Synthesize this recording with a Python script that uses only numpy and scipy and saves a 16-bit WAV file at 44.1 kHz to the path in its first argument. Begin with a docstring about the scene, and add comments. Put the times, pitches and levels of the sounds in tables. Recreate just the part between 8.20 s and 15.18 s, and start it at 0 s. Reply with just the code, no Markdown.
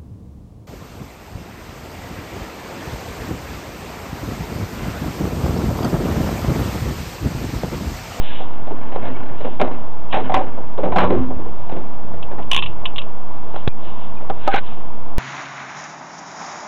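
"""First comes a swish of clothes, then a dumpster lid bangs and clatters against its steel bin, outdoors,
as it is pushed up, swung over and let down. Each blow rings the lid and makes the hollow bin boom.
A small hard object drops on the asphalt and bounces, someone walks off, and fingers knock and rub on
the camera. Far traffic hums behind; the narrow-band recorder overloads on the loud blows."""
import sys
import numpy as np
from scipy import signal
from scipy.fft import rfft, irfft, next_fast_len
from scipy.io import wavfile
from scipy.ndimage import uniform_filter1d

SR = 44100
rng = np.random.default_rng(int(sys.argv[2]) if len(sys.argv) > 2 else 0)


def int16_out(signal):
    """Quantize to a 16-bit WAV file."""
    q = np.round(np.clip(np.atleast_2d(signal).T, -1, 1) * 32767)
    wavfile.write(sys.argv[1], SR, q.astype(np.int16))


N = 307947
AGE = np.arange(SR // 2) / SR   # seconds since a blow


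# Blows of the lid: start_s, level_db, pitch_hz, crack_db, settle_s (time for rebounds to lose 20 dB)
LID_BLOWS = [(0.202, -22, 620, -38, .04), (0.470, -22, 600, -25, .04), (0.507, -19, 470, -34, .045),
             (0.718, -22.5, 580, -19, .05), (0.756, -12, 540, -29, .028), (0.829, -23, 650, -23, .05),
             (0.852, -21, 680, -19, .1), (1.205, -21, 540, -23, .04), (1.245, -14.5, 460, -25, .05),
             (1.397, -11, 625, -19, .022), (1.412, -2, 570, -19.5, .036), (1.445, -14, 580, -24, .04),
             (1.471, -16, 680, -24, .025), (1.925, -15.5, 760, -11, .05), (1.94, -9, 680, -18, .11),
             (2.095, -11.5, 760, -27, .03), (2.118, -10.5, 800, -25, .022), (2.140, -1, 840, -19, .085),
             (2.373, -21.5, 630, -35, .06), (2.577, -13.5, 500, -29, .07), (2.632, -9, 540, -30, .1),
             (2.719, -13, 720, -25, .075), (2.759, -2, 680, -23, .11), (2.782, -2, 1280, -18, .12),
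             (2.823, -7, 540, -20, .085), (2.901, -3.5, 430, -29, .095), (2.96, -12, 260, -34, .06),
             (3.104, -19, 516, -35, .04), (3.191, -22, 400, -42, .06), (3.256, -26, 450, -28, .07),
             (3.492, -21, 786, -25, .05), (3.516, -19, 380, -25, .07), (3.56, -21, 520, -25, .07)]

def lid_bangs(mode_hz, rings, focus=2.3, rebound_s=.023, dulling=.92):
    """The lid hits steel and bounces back, each time weaker and duller, with a crack from its edge."""
    treble = 1 / (1 + (1450 / mode_hz) ** 6)   # only the hard edge reaches the high tones
    edge = treble * (2000 / mode_hz) ** 1.1
    build = 1 - fade(.0092)[:rings.shape[1]]   # bending waves take a moment to cross the lid
    out = np.zeros(N)
    for start_s, level_db, pitch_hz, crack_db, settle_s in LID_BLOWS:
        buzz_s = .33 * settle_s
        for k in range(4):   # the blow and three rebounds
            late_s = k * rebound_s * rng.uniform(.9, 1.1)
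            centre_hz = pitch_hz * dulling ** k   # the spot struck favours tones near this pitch
            near = (1 - treble) / np.hypot(1, focus * (mode_hz / centre_hz - centre_hz / mode_hz))
            body = from_db(-2) * crest_one(build * buzzing(rings, near, buzz_s))
            crack = from_db(5 + crack_db - 2 * k) * crest_one(build * buzzing(rings, edge, buzz_s))
            add(out, start_s + late_s, from_db(level_db - 20 * late_s / settle_s) * (body + crack))
    return out


# Modes (natural tones) of lid and bin: pitch_hz, level_db, ring_s (time to fade by 60 dB)
LID_MODES = [(176, -3, 0.21), (211, -6, 0.093), (255.6, 2, 0.66), (268.5, -4.5, 0.54), (360, -1, 0.28),
             (422, -28, 0.14), (469, -3.5, 0.1), (511.8, 0, 0.15), (565, -12, 0.21), (616, 9.5, 0.047),
             (744, 4.5, 0.047), (760, 9, 0.1), (876, 5.5, 0.11), (1010, 5, 0.091), (1095, 4.5, 0.05),
             (1440, -3, .1), (2390, 2, 0.044)]

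def lid_tones():
    """The lid rings with a few main tones and a crowd of brief ones; gives their pitches and sounds."""
    crowd_hz = np.linspace(np.sqrt(110), np.sqrt(4200), num=220) ** 2 * rng.uniform(.99, 1.01, 220)
    modes = LID_MODES + [(hz, -2, .069 * (700 / hz) ** .62) for hz in crowd_hz]
    return np.array(modes)[:, 0], ringing(modes)[:, :SR // 4]


# The lid drags on its hinge, then tips over: peak_s, level_db, rise_s, fall_s
HINGE_DRAGS = [(0.95, -32, 1.4, .55), (2.06, -28, .2, .12), (2.27, -36, .1, .3)]

def lid_drag_and_shudder(mode_hz, rings):
    """Tiny slips at the hinge make the lid groan, and it goes on shaking after every blow."""
    damped = rings * fade(.14)[:rings.shape[1]]   # rubbing cuts the long tones short
    slip = strike(damped, 1 / np.hypot(1, mode_hz / 600))[0]
    drag = signal.fftconvolve(grains(per_s=570), slip)[:N]
    groan = resonate(drag, hz=247, width_hz=44)   # the whole lid hums as it turns
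    blows = [(start_s, level_db - 22.5) for start_s, level_db, *_ in LID_BLOWS]
    shudder = aftermath(blows, rise_s=.12, ring_s=.65)
    turning = sum(swell(*row) for row in HINGE_DRAGS)
    return np.hypot(shudder, turning) * rms_one(rms_one(drag) + .65 * rms_one(groan))


# Tone colour of the air inside the bin: pitch_hz, level_db
ECHO_COLOUR = [(50, -3), (120, -15), (200, -0.5), (450, 6.5), (750, 0.5), (1100, 0), (1600, -17),
               (2600, -22), (4000, -35.5)]

def bin_echo():
    """Each blow echoes in the hollow bin."""
    echo = fade(.5) * (1 - fade(.076))
    out = np.zeros(N)
    for start_s, level_db, *_ in LID_BLOWS:
        add(out, start_s, from_db(level_db - 20) * echo * noise(ECHO_COLOUR, size=len(AGE)))
    return out


# Slow flexing of the big steel walls: pitch_hz, level_db, ring_s
WALL_MODES = [(41, -3.5, .4), (57, 2, 0.68), (73.4, -5.5, 0.16), (99, -1, 0.43), (108, -1.5, 0.24),
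              (120, -23, 0.1), (182, 8, 0.46)]
# Tone colour of their rumble: pitch_hz, level_db
WALL_COLOUR = [(20, -4), (55, 2), (100, -3), (180, -8), (400, -15), (1500, -56)]

def bin_walls(landing_s=2.6, swinging_db=-26, landed_db=-12):
    """The walls boom and rumble under each blow, far more once the lid lies against them."""
    booms = [(s, db + (landed_db if s > landing_s else swinging_db)) for s, db, *_ in LID_BLOWS]
    walls = ringing(WALL_MODES)
    out = from_db(-12.5) * aftermath(booms, rise_s=.35, ring_s=1.6) * noise(WALL_COLOUR)
    for start_s, level_db in booms:
        add(out, start_s, from_db(level_db) * crest_one(strike(walls)[0]))
    return out


# The lid's edge scrapes on steel: peak_s, level_db, rise_s, fall_s
EDGE_SCRAPES = [(0.9, -49, .22, .25), (1.928, -24.5, .022, .06), (2.06, -44, .09, .06)]
# Tone colour of one slip: pitch_hz, level_db
SLIP_COLOUR = [(600, -5), (1300, 4), (1900, 1.5), (2600, 7), (3400, 5.5), (4200, -2.5)]
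# Small squeaks and, at 5.478 s, a faint high ring just after the thump on the microphone:
# start_s, level_db, pitch_hz, length_s
THIN_TONES = [(0.093, -38.5, 1650, 0.031), (0.815, -42.5, 2160, 0.057), (0.884, -44.5, 1890, .035),
              (0.945, -41, 2240, 0.028), (1.087, -44, 1820, 0.015), (5.478, -44, 2420, 0.053),
              (5.966, -44, 2460, 0.022)]

def scrapes_and_thin_tones(waver=.013):
    """Dry edges scrape in fine slips; short, unsteady tones make the squeaks and one faint ring."""
    slip = noise(SLIP_COLOUR, size=len(AGE)) * fade(.012)
    scrape = rms_one(signal.fftconvolve(grains(per_s=1600), slip)[:N])
    out = sum(swell(*row) for row in EDGE_SCRAPES) * scrape
    for start_s, level_db, pitch_hz, length_s in THIN_TONES:
        wobble = rms_one(band(hiss(), 20, 300))
        phase = 2 * np.pi * np.cumsum(pitch_hz * (1 + waver * wobble)) / SR
        arch = np.sin(np.pi * np.minimum(AGE / length_s, 1))
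        add(out, start_s, from_db(level_db) * arch * np.sin(phase))
    return out


# The small object hits the asphalt: start_s, level_db
OBJECT_BOUNCES = [(4.027, -29.5), (4.224, -38), (4.3144, -4.5), (4.331, -6.5), (4.346, -5), (4.3637, -4.5),
                  (4.376, -7), (4.388, -10), (4.4232, -13.5), (4.437, -20), (4.4599, -20.5), (4.6551, -13),
                  (4.7602, -24), (4.7821, -14), (4.816, -28.5)]
# Its natural tones: pitch_hz, level_db, ring_s
OBJECT_MODES = [(1015, -11, .07), (1075, -8, .08), (1760, -15, .03), (2590, -9, .04), (2635, -5, .06),
                (2695, -3, .065), (2854, 0, .05), (2980, 0, .055), (3106, -3, .04), (3240, -1, .045),
                (3395, -1, .04), (3600, 0, .035), (3774, -4, .03)]
# Tone colour of its click: pitch_hz, level_db
BOUNCE_COLOUR = [(120, -7), (400, -18), (850, -11.5), (1060, 4.5), (1300, -23), (2200, -12.5), (2750, 3.5),
                 (3400, -7.5), (4200, -22.5)]

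def dropped_object(detune=.0086):
    """Each bounce is a hard click and a short bright ring."""
    scatter = from_db(-20) * fade(.22)   # the ground and the bin throw the click back
    out = np.zeros(N)
    for start_s, level_db in OBJECT_BOUNCES:
        click = crest_one(noise(BOUNCE_COLOUR, size=len(AGE)) * (fade(.028) + scatter))
        # touching the ground shifts the tones a little differently every time
        rings = ringing([(hz * rng.normal(1, detune), db, ring_s) for hz, db, ring_s in OBJECT_MODES])
        ring = crest_one(buzzing(rings, weights=1, length_s=.007))
        add(out, start_s, from_db(level_db) * (from_db(-1) * click + from_db(-5) * ring))
    return out


# Knocks on the camera: start_s, level_db, pitch_hz, ring_s, tick_db
FINGER_KNOCKS = [(5.36, -21, 860, 0.016, -9), (6.099, -12.5, 740, 0.016, -13), (6.276, -1, 790, 0.065, -12),
                 (6.34, -5, 798, 0.055, -7)]

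def finger_knocks():
    """A finger ticks on the case, which rings and rattles with a dying run of smaller contacts."""
    out = np.zeros(N)
    for start_s, level_db, hz, ring_s, tick_db in FINGER_KNOCKS:
        shell = ringing([(hz, 0, ring_s), (.79 * hz, -6, ring_s / 2), (1.58 * hz, -11, ring_s)])
        contacts = .9 * grains(per_s=720, size=len(AGE)) * fade(.058)
        contacts[0] = 1   # the knock itself
        tone = crest_one(signal.fftconvolve(shell.sum(axis=0), contacts)[:len(AGE)])
        tick = crest_one(band(hiss() * fade(.026), 250, 2800, order=1))
        add(out, start_s, from_db(level_db) * (tone + from_db(tick_db) * tick))
    return out


# Thumps on the microphone: start_s, level_db, pitch_hz, ring_s, crunch_db
FINGER_THUMPS = [(5.476, 0.5, 100.5, 0.031, -11), (6.340, -1, 180, 0.01, -15)]

def finger_thumps():
    """A finger bumps the microphone: a low push with a short crunch."""
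    out = np.zeros(N)
    for start_s, level_db, pitch_hz, ring_s, crunch_db in FINGER_THUMPS:
        push = -np.cos(2 * np.pi * pitch_hz * AGE) * fade(ring_s)
        crunch = crest_one(band(hiss() * fade(.014) * (1 - fade(.032)), 270, 3500))
        add(out, start_s, from_db(level_db) * (push + from_db(crunch_db) * crunch))
    return out


# Pitches the camera case favours: pitch_hz, width_hz, level_db
CASE_RESONANCES = [(580, 150, 0), (790, 340, 11), (1500, 97, 14), (2080, 300, 0.5), (2960, 1300, -26)]

def finger_rub():
    """A finger presses, slides and lifts off; its tiny slips ring the case."""
    slips = grains(per_s=3500)
    case = sum(from_db(db) * resonate(slips, hz, width_hz) for hz, width_hz, db in CASE_RESONANCES)
    return swell(peak_s=6.339, level_db=-17.2, rise_s=.08, fall_s=.016, hold_s=.046) * rms_one(case)


# Soft steps: start_s, level_db
FOOTFALLS = [(3.93, -29), (4.109, -24.5), (4.18, -23), (5.337, -25), (6.004, -28)]

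def footsteps():
    """Soles land on the asphalt with a dull thud."""
    out = np.zeros(N)
    for start_s, level_db in FOOTFALLS:
        sole = hiss() * fade(.14) * (1 - fade(.027))
        add(out, start_s, from_db(level_db) * crest_one(band(sole, 220, 730)))
    return out


# Swishes of clothes: peak_s, level_db, hold_s
CLOTH_SWISHES = [(0.045, -36, .125), (1.2, -48, .1), (5.37, -46, .005), (5.66, -45, .02), (5.83, -48, .01),
                 (6.24, -43, .05), (6.47, -43, .01)]
# Their tone colour: pitch_hz, level_db
CLOTH_COLOUR = [(800, -20), (1600, -8), (2300, -7), (2900, 1), (3500, -3), (4200, -14)]

def clothes():
    """Moving cloth gives short swells of hiss."""
    motion = sum(swell(s, db, rise_s=.1, fall_s=.17, hold_s=hold_s) for s, db, hold_s in CLOTH_SWISHES)
    return motion * noise(CLOTH_COLOUR)


# Gusts of wind: peak_s, level_db
WIND_GUSTS = [(3.9, -36), (4.37, -28)]
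# Their tone colour: pitch_hz, level_db
GUST_COLOUR = [(15, -3), (35, 1), (90, -3.5), (180, -8), (400, -13.5), (1500, -56)]

def wind():
    """Gusts rumble on the microphone."""
    return sum(swell(s, db, rise_s=.3, fall_s=.45) for s, db in WIND_GUSTS) * noise(GUST_COLOUR)


# Tone colour of distant traffic and air: pitch_hz, level_db
TRAFFIC_COLOUR = [(24, -28.5), (40, -2.5), (151, -2.5), (194, -7), (222, 0), (254, -9), (327, -7.5),
                  (404, -9.5), (471, -7.5), (550, -12), (582, -7), (980, -6), (1710, -25.5), (2670, -27.5),
                  (4000, -32), (5200, -63.5), (8800, -120)]

def far_traffic():
    """Distant traffic blends into a steady low hum."""
    return from_db(-35.5) * noise(TRAFFIC_COLOUR)


def from_db(db):
    """Turn decibels into a gain."""
    return 10 ** (np.asarray(db) / 20)


def rms_one(x):
    """Scale to an average (rms) level of 1."""
    return x / np.sqrt(np.mean(x ** 2) + 1e-20)


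def crest_one(x):
    """Scale so that the loudest few milliseconds swing about +-1."""
    return x / np.sqrt(2 * uniform_filter1d(x ** 2, size=200).max() + 1e-20)


def fade(ring_s):
    """A gain that falls by 60 dB every ring_s."""
    return from_db(-60 * AGE / ring_s)


def swell(peak_s, level_db, rise_s, fall_s, hold_s=0):
    """A gain that climbs, holds and dies away; rise_s and fall_s are the times for 20 dB."""
    t = np.arange(N) / SR - peak_s
    away = np.maximum(-t, 0) / rise_s + np.maximum(t - hold_s, 0) / fall_s
    return from_db(level_db - 20 * np.minimum(away, 10))


def aftermath(blows, rise_s, ring_s):
    """The strength of a dying vibration that each (start_s, level_db) blow feeds."""
    age, power = np.arange(N) / SR, np.zeros(N)
    shape = (1 - from_db(-60 * age / rise_s)) * from_db(-60 * age / ring_s)
    for start_s, level_db in blows:
        add(power, start_s, (from_db(level_db) * shape) ** 2)
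    return np.sqrt(power)


def add(out, start_s, sound):
    """Mix a sound in at a given time."""
    at = round(start_s * SR)
    out[at:at + len(sound)] += sound[:N - at]


def band(x, low_hz, high_hz, order=2):
    """Keep the range between two pitches."""
    return signal.sosfilt(signal.butter(order, [low_hz, high_hz], "band", fs=SR, output="sos"), x)


def resonate(x, hz, width_hz):
    """A resonance: keep what lies near one pitch."""
    r = np.exp(-np.pi * width_hz / SR)
    feedback = [1, -2 * r * np.cos(2 * np.pi * hz / SR), r * r]
    return signal.lfilter(np.array([1, 0, -1]) * (1 - r * r) / 2, feedback, x)


def hiss():
    """Half a second of white noise."""
    return rng.standard_normal(len(AGE))


def noise(colour, size=N):
    """Noise shaped by a tone colour table, at rms level 1."""
    hz, db = np.transpose(colour)
    n = next_fast_len(size)
    all_hz = np.maximum(np.fft.rfftfreq(n, 1 / SR), 1)
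    gains = from_db(np.interp(np.log(all_hz), np.log(hz), db))
    return rms_one(irfft(rfft(rng.standard_normal(n)) * gains, n)[:size])


def grains(per_s, size=N):
    """Random tiny contacts of uneven strength."""
    return (rng.random(size) < per_s / SR) * rng.standard_normal(size) + 1e-18


def ringing(modes):
    """One dying tone for each (pitch_hz, level_db, ring_s) row."""
    return np.array([from_db(db) * np.sin(2 * np.pi * hz * AGE) * fade(s) for hz, db, s in modes])


def strike(rings, weights=1, spread_db=3, count=1):
    """Each contact sets off its own random mix of the tones."""
    shape = (count, len(rings))
    return (weights * from_db(rng.normal(0, spread_db, shape)) * rng.choice([-1, 1], shape)) @ rings


def buzzing(rings, weights, length_s, count=6):
    """A contact and its quick, weakening rebounds, each landing on another spot."""
    out, *rebounds = strike(rings, weights, count=count + 1)
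    parts = (np.arange(count) + rng.uniform(.2, 1, count)) / count
    for rebound, part in zip(rebounds, parts):
        lag = int(np.clip(part * length_s * SR, 1, len(out) - 1))
        out[lag:] += .87 * np.exp(-1.2 * part) * rebound[:-lag]
    return out


def scene():
    """Everything meets at one microphone."""
    mode_hz, rings = lid_tones()
    lid = lid_bangs(mode_hz, rings) + lid_drag_and_shudder(mode_hz, rings)
    main = lid + bin_echo() + bin_walls() + scrapes_and_thin_tones()
    fingers = finger_knocks() + finger_thumps() + finger_rub()
    return (main + dropped_object() + fingers + footsteps() + clothes() + wind() + far_traffic())[None]


def gain_control(x, threshold_db=-9, slope=.52, attack_s=.0025):
    """Loud peaks pull the volume down; it comes back at a steady rate."""
    over_db = np.maximum(20 * np.log10(np.abs(x) + 1e-9) - threshold_db, 0)
    release = 85 * np.arange(N) / SR
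    held_db = np.maximum.accumulate(over_db + release, axis=-1) - release
    r = np.exp(-1 / (attack_s * SR))
    return x * from_db(-slope * signal.lfilter([1 - r], [1, -r], held_db))


def record(dry, swing=.59, band_hz=3950, headroom=.28, knee=11, cutoff_hz=16000, offset=.465):
    """The recorder overloads, flattening upper peaks first, cuts the treble and adds a steady offset."""
    loud = np.clip(gain_control(dry), -swing, swing)
    narrow = signal.sosfilt(signal.butter(16, band_hz, fs=SR, output="sos"), loud)
    flattened = narrow / (1 + (np.maximum(narrow, 0) / headroom) ** knee) ** (1 / knee)
    return offset + signal.sosfilt(signal.butter(14, cutoff_hz, fs=SR, output="sos"), flattened)


dry = scene()
out = record(dry)
int16_out(out)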